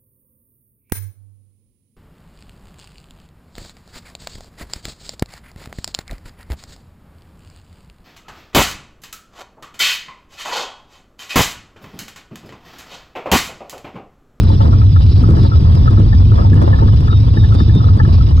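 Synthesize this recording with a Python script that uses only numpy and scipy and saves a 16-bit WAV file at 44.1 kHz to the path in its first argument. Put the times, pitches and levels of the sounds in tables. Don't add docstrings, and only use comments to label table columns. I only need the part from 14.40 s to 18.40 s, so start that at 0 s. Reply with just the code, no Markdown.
import sys
import numpy as np
from scipy import signal
from scipy.fft import rfft, irfft
from scipy.io import wavfile
from scipy.ndimage import uniform_filter1d, minimum_filter1d

SR = 44100
rng = np.random.default_rng(int(sys.argv[2]) if len(sys.argv) > 2 else 0)


def store_wav(level_fs):
    pcm = np.round(np.clip(np.atleast_2d(level_fs), -1, 1) * 32767)
    wavfile.write(sys.argv[1], SR, pcm.T.astype(np.int16))


N = 176400

# (frequency [Hz], level [dB])
RUMBLE_EQ = [(26, -20.5), (47, -5), (70, -1.5), (100, -0.5), (125, -7.5), (170, -16.5), (260, -32),
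             (900, -84)]
RUMBLE_DIPS = [.375, 1.126, 1.515, 1.595, 2.369, 2.735, 3.251, 3.578]
# (time [s], level [dB])
ROUGHNESS = [(0, -21.5), (.25, -22), (.77, -27.5), (.92, -19), (1.03, -21.5), (1.35, -24.5), (1.56, -22),
             (1.8, -28), (1.95, -22), (2.17, -18), (2.36, -22), (2.8, -26), (3.0, -23), (3.13, -22),
             (3.24, -26), (3.45, -24), (4, -25.5)]
# (frequency [Hz], level [dB])
JUDDER_EQ = [(70, -13), (140, -12), (200, 1), (285, -1), (365, -10.5), (450, -14.5), (540, -26.5),
             (800, -41), (1400, -32.5), (2500, -67.5)]
# (frequency [Hz], level [dB])
SHAKE_EQ = [(45, -15.5), (160, 10.5), (370, -3), (460, 3.5), (740, -2), (1020, -2.5), (1320, -7),
            (1520, -19.5), (1720, -11.5), (2050, -21), (3200, -53.5)]
# (frequency [Hz], level [dB])
HISS_EQ = [(900, -9.5), (2100, -4), (3000, 2.5), (3500, 1), (3950, 6.5), (4300, -8), (5200, 3), (5600, -6),
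           (6600, -23), (10000, -15.5), (11300, -39.5)]
# (frequency [Hz], likeness [0-1], phase [rad], left over right [dB])
HISS_STEREO = [(2030, 0.01, 1.6, -1), (3300, 0.5, 0.39, 0), (5700, .5, 3.17, -5), (6100, 0.7, 0.99, -2.5),
               (10100, 0.4, 3, 0.5)]
# (time [s], half-length [s], level [dB])
SCRAPE_CUES = [(.08, 0.16, -43), (0.72, 0.082, -37.5), (1.036, 0.048, -36.5), (3.204, 0.05, -39),
               (3.745, 0.032, -38)]
# (frequency [Hz], level [dB])
SCRAPE_EQ = [(2200, -13.5), (3550, -9), (3900, 4), (4200, -2), (5200, -2), (6400, -29), (11000, -34.5)]
# (frequency [Hz], level [dB])
JINGLE_TONES = [(3480, 2), (3900, -4), (4470, 0), (4700, 2.5), (5060, 1.5), (5440, 1)]
# (time [s], clack level [dB], clink level [dB])
JOLT_CUES = [(0.2049, -25, -37), (0.33, -22.5, -67), (0.416, -28.5, -42), (0.561, -19.5, -38),
             (0.836, -21.5, -46), (0.891, -26, -48), (0.923, -32, -39), (0.968, -30.5, -41),
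             (1.0492, -28.5, -38), (1.117, -23.5, -48.5), (1.133, -25, -51), (1.477, -15, -37),
             (1.573, -25, -38), (1.604, -30, -42), (1.73, -35, -31.5), (1.918, -23, -48),
             (1.9883, -27, -46), (2.02, -29, -46), (2.13, -44, -33), (2.179, -37, -34.5), (2.213, -42, -38),
             (2.3304, -40, -28.5), (2.3874, -29.5, -37.5), (2.481, -27.5, -40), (2.6815, -27, -38),
             (2.699, -25, -50), (2.728, -21.5, -54), (2.972, -40, -31.5), (3.04, -37.5, -32),
             (3.122, -25, -58.5), (3.202, -25.5, -36.5), (3.294, -45, -35), (3.4027, -24.5, -49),
             (3.441, -23.5, -55), (3.485, -24.5, -49), (3.599, -22, -25.5), (3.649, -27.5, -36),
             (3.8067, -25.5, -57), (3.977, -28, -51)]
# (frequency [Hz], level [dB], t60 [s], stereo phase [rad])
CLACK_MODES = [(477, -12, 0.033, 6.6), (1188, -2.5, 0.042, 3.1), (1298, 0, 0.043, 2.4)]
# (frequency [Hz], level [dB], t60 [s], stereo phase [rad])
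CLINK_MODES = [(854, 6, .045, 2.9), (1716, 3.5, 0.039, 1.96), (5030, -16.5, 0.028, 2.8)]
# (time [s], level [dB])
CLUNK_CUES = [(.1, -12), (.205, -12.5), (1.05, -15), (1.479, -30), (1.595, -19.5), (2.047, -18),
              (2.423, -10), (2.482, -22)]
# (frequency [Hz], level [dB], t60 [s], stereo phase [rad])
MOUNT_MODES = [(564, -10.5, 0.092, 2.7), (894, -5.5, 0.056, 2.83)]
# (time [s], level [dB])
CRACK_CUES = [(.828, -6.5), (.889, -4.5), (0.922, -4.5), (0.967, -9.5), (1.212, -15.5), (1.582, -5.5),
              (1.601, -3.5), (2.119, -3), (2.165, -10.5), (2.422, -5.5), (2.971, -10), (3.208, -8.5),
              (3.28, -11), (3.358, -8), (3.678, -13)]
# (frequency [Hz], level [dB], t60 [s], stereo phase [rad])
FRAME_MODES = [(151, 3, 0.11, 0.096), (220.6, 2.5, 0.059, -.2), (296.4, -4, 0.1, -0.21),
               (420, -11.5, 0.056, 0.82)]
# (time [s], level [dB])
GRIT_CUES = [(1.961, -39), (2.099, -30), (2.561, -30.5), (2.572, -39), (2.724, -39), (3.479, -35)]
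# (frequency [Hz], level [dB])
GRIT_EQ = [(5400, 8), (6400, -19), (11000, -24)]
# (time [s], length [s], pitch [Hz], level [dB])
BIRD_NOTES = [(2.362, .057, 3720, -44), (2.683, 0.12, 3770, -33.5), (2.942, 0.14, 3760, -35.5),
              (3.142, 0.11, 3675, -34), (3.318, 0.1, 3694, -32.5), (3.953, 0.061, 6460, -49)]

BOOM_HZ, BOOM_DRIFT_HZ, DIP_DB, DIP_S = 92.6, 10.7, -12.5, 0.0087
ATTACK_S, PREROLL_S = 0.0019, 0.02
SCUFF_S, BOUNCE_S, BOUNCE_DB = 0.0042, 0.0087, -13
CEILING, CUTOFF_HZ = 0.91, 11600
TIME, FREQS = np.arange(N) / SR, np.fft.rfftfreq(N, 1 / SR)


def amp(db):
    return 10 ** (np.asarray(db) / 20)


def unit(x):
    return x / np.sqrt(np.mean(x ** 2) + 1e-20)


def over_hz(points, column=1):
    table = np.transpose(points)
    return np.interp(np.log(FREQS + 1), np.log(table[0]), table[column])


def add(mix, s, sound):
    part = mix[:, max(round(s * SR), 0):][:, :sound.shape[1]]
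    part += sound[:, :part.shape[1]]


def white_spectrum():
    return rfft(rng.standard_normal(N))


def wander(rate_hz):
    return unit(irfft(white_spectrum() / np.sqrt(1 + (FREQS / rate_hz) ** 6), N))


def stereo_noise(eq, likeness, phase, balance_db):
    left = white_spectrum()
    right = likeness * left + np.sqrt(1 - likeness ** 2) * white_spectrum()
    right *= np.exp(-1j * phase) / amp(balance_db)
    return unit(irfft(np.array([left, right]) * amp(over_hz(eq)), N))


def crackle(per_s, decay_s, bed):
    spikes = (rng.random(N) < per_s / SR) * rng.random(N)
    tails = signal.lfilter([1], [1, -np.exp(-1 / (decay_s * SR))], spikes)
    return unit(bed + unit(tails))


def patchy(hiss, depth_db=3.5):
    bands = signal.stft(hiss, nperseg=512)[2]
    patches = uniform_filter1d(rng.standard_normal(bands.shape[1:]), size=4, axis=0)
    patches = unit(uniform_filter1d(patches, size=4, axis=1))
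    return unit(signal.istft(bands * amp(depth_db * patches), nperseg=512)[1][:, :N])


def ring(modes, detune=0.013):
    t = np.arange(SR // 8) / SR
    out = np.zeros((2, len(t)))
    for hz, db, t60, phase in modes:
        pitch = hz * (1 + detune * rng.standard_normal())
        out += amp(db - 60 * t / t60) * np.sin(2 * np.pi * pitch * t - np.array([[0], [phase]]))
    return out * (1 - np.exp(-(t / ATTACK_S) ** 2))


def knock(modes):
    t = np.arange(-PREROLL_S, PREROLL_S, 1 / SR)
    blow = 0.08 * rng.standard_normal(len(t)) * np.exp(-abs(t) / SCUFF_S)
    blow[len(t) // 2] += 1
    bounce_at = BOUNCE_S * (.5 + rng.random())
    blow[np.argmin(abs(t - bounce_at))] += amp(BOUNCE_DB)
    out = signal.fftconvolve(ring(modes), blow[None], axes=1)
    return out / abs(out).max()


def burst(s, decay_s):
    return (TIME > s) * np.exp(-abs(TIME - s) / decay_s)


def frame_rumble():
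    phase = 2 * np.pi * np.cumsum(BOOM_HZ + BOOM_DRIFT_HZ * wander(12.06)) / SR
    boom = unit(amp(3.32 * wander(11)) * np.sin(phase + np.array([[0], [.33]])))
    bed = stereo_noise(RUMBLE_EQ, likeness=1.0, phase=-0.37, balance_db=0.1)
    dips = sum(np.exp(-((TIME - s) / DIP_S) ** 2) for s in RUMBLE_DIPS)
    return amp(DIP_DB * dips) * (amp(-11) * boom + amp(-6.5) * bed)


def wheel_judder(judder):
    road_db = np.interp(TIME, *np.transpose(ROUGHNESS))
    bumps = amp(road_db - 0.5) * crackle(per_s=45, decay_s=0.019, bed=1.18)
    shake_db = -27 + 0.99 * (road_db - road_db.mean())
    shakes = amp(shake_db) * crackle(per_s=66, decay_s=0.012, bed=0.79)
    return bumps * judder + shakes * stereo_noise(SHAKE_EQ, 0.84, 2.62, 0.29)


def tyre_hiss():
    likeness, phase, balance_db = (over_hz(HISS_STEREO, column) for column in (1, 2, 3))
    hiss = patchy(stereo_noise(HISS_EQ, likeness, phase, balance_db))
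    scrape = patchy(stereo_noise(SCRAPE_EQ, 0.82, 0.47, -1))
    swells = sum(amp(db) * np.exp(-((TIME - s) / half) ** 2) for s, half, db in SCRAPE_CUES)
    return crackle(per_s=47, decay_s=0.0062, bed=5.1) * (amp(-42) * hiss + swells * scrape)


def fittings_jingle(taps_per_s=64, t60=0.045):
    out = np.zeros((2, N))
    image_hz, _, image_phase, _ = np.transpose(HISS_STEREO)
    for hz, db in JINGLE_TONES:
        taps = rng.random(N) < taps_per_s / SR
        accents = amp(np.minimum(rng.exponential(1, N), 3))
        ping = ring([(hz, db, t60, np.interp(hz, image_hz, image_phase))], detune=0.0048)
        out += signal.oaconvolve((taps * accents)[None], ping, axes=1)[:, :N]
    return amp(-45.5) * unit(out * amp([[-3], [0]]))


def rattles():
    hits, chatter = np.zeros((2, N)), np.zeros(N)
    for s, db in CLUNK_CUES:
        add(hits, s - PREROLL_S, amp(db) * knock(MOUNT_MODES))
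    for s, clack_db, clink_db in JOLT_CUES:
        clack = amp(clack_db + 4) * knock(CLACK_MODES)
        clink = amp(clink_db + 13) * knock(CLINK_MODES)
        add(hits, s - PREROLL_S, clack + clink)
        chatter += (amp(clink_db + 4.5) + amp(clack_db - 6.5)) * burst(s, decay_s=0.0027)
    hits *= amp([[3.5], [1.5]])
    return hits + amp(4) * chatter * stereo_noise(SHAKE_EQ, 1.0, 3.27, 0.87)


def crack_thumps(judder):
    out = np.zeros((2, N))
    for s, db in CRACK_CUES:
        add(out, s, amp(db) * ring(FRAME_MODES, detune=0.055))
        out += amp(db - 18) * burst(s, decay_s=0.016) * judder
    return out


def grit_snaps():
    snaps = sum(amp(db) * burst(s, decay_s=0.0064) for s, db in GRIT_CUES)
    return snaps * stereo_noise(GRIT_EQ, 0.28, 2.04, -1)


def bird(sag=0.02):
    out = np.zeros((2, N))
    for s, length, hz, db in BIRD_NOTES:
        progress = np.arange(0, length, 1 / SR) / length
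        pitch = hz * (1 - sag * progress + 0.0036 * wander(80)[:len(progress)])
        phase = 2 * np.pi * np.cumsum(pitch) / SR
        add(out, s, amp(db) * np.sin(np.pi * progress) * np.sin(phase - np.array([[0], [.5]])))
    return out


def scene():
    judder = stereo_noise(JUDDER_EQ, likeness=1.0, phase=0, balance_db=1.4)
    beds = frame_rumble() + wheel_judder(judder) + tyre_hiss() + fittings_jingle()
    return beds + rattles() + crack_thumps(judder) + grit_snaps() + bird()


def record(dry):
    gain = np.minimum(1, CEILING / (abs(dry).max(0) + 1e-9))
    held = minimum_filter1d(gain, size=500)
    smoothed = uniform_filter1d(uniform_filter1d(held, size=250), size=250)
    lowpass = signal.firwin(401, CUTOFF_HZ, window=("kaiser", 9), fs=SR)
    return signal.oaconvolve(dry * smoothed, lowpass[None], "same")


dry = scene()
out = record(dry)
store_wav(out)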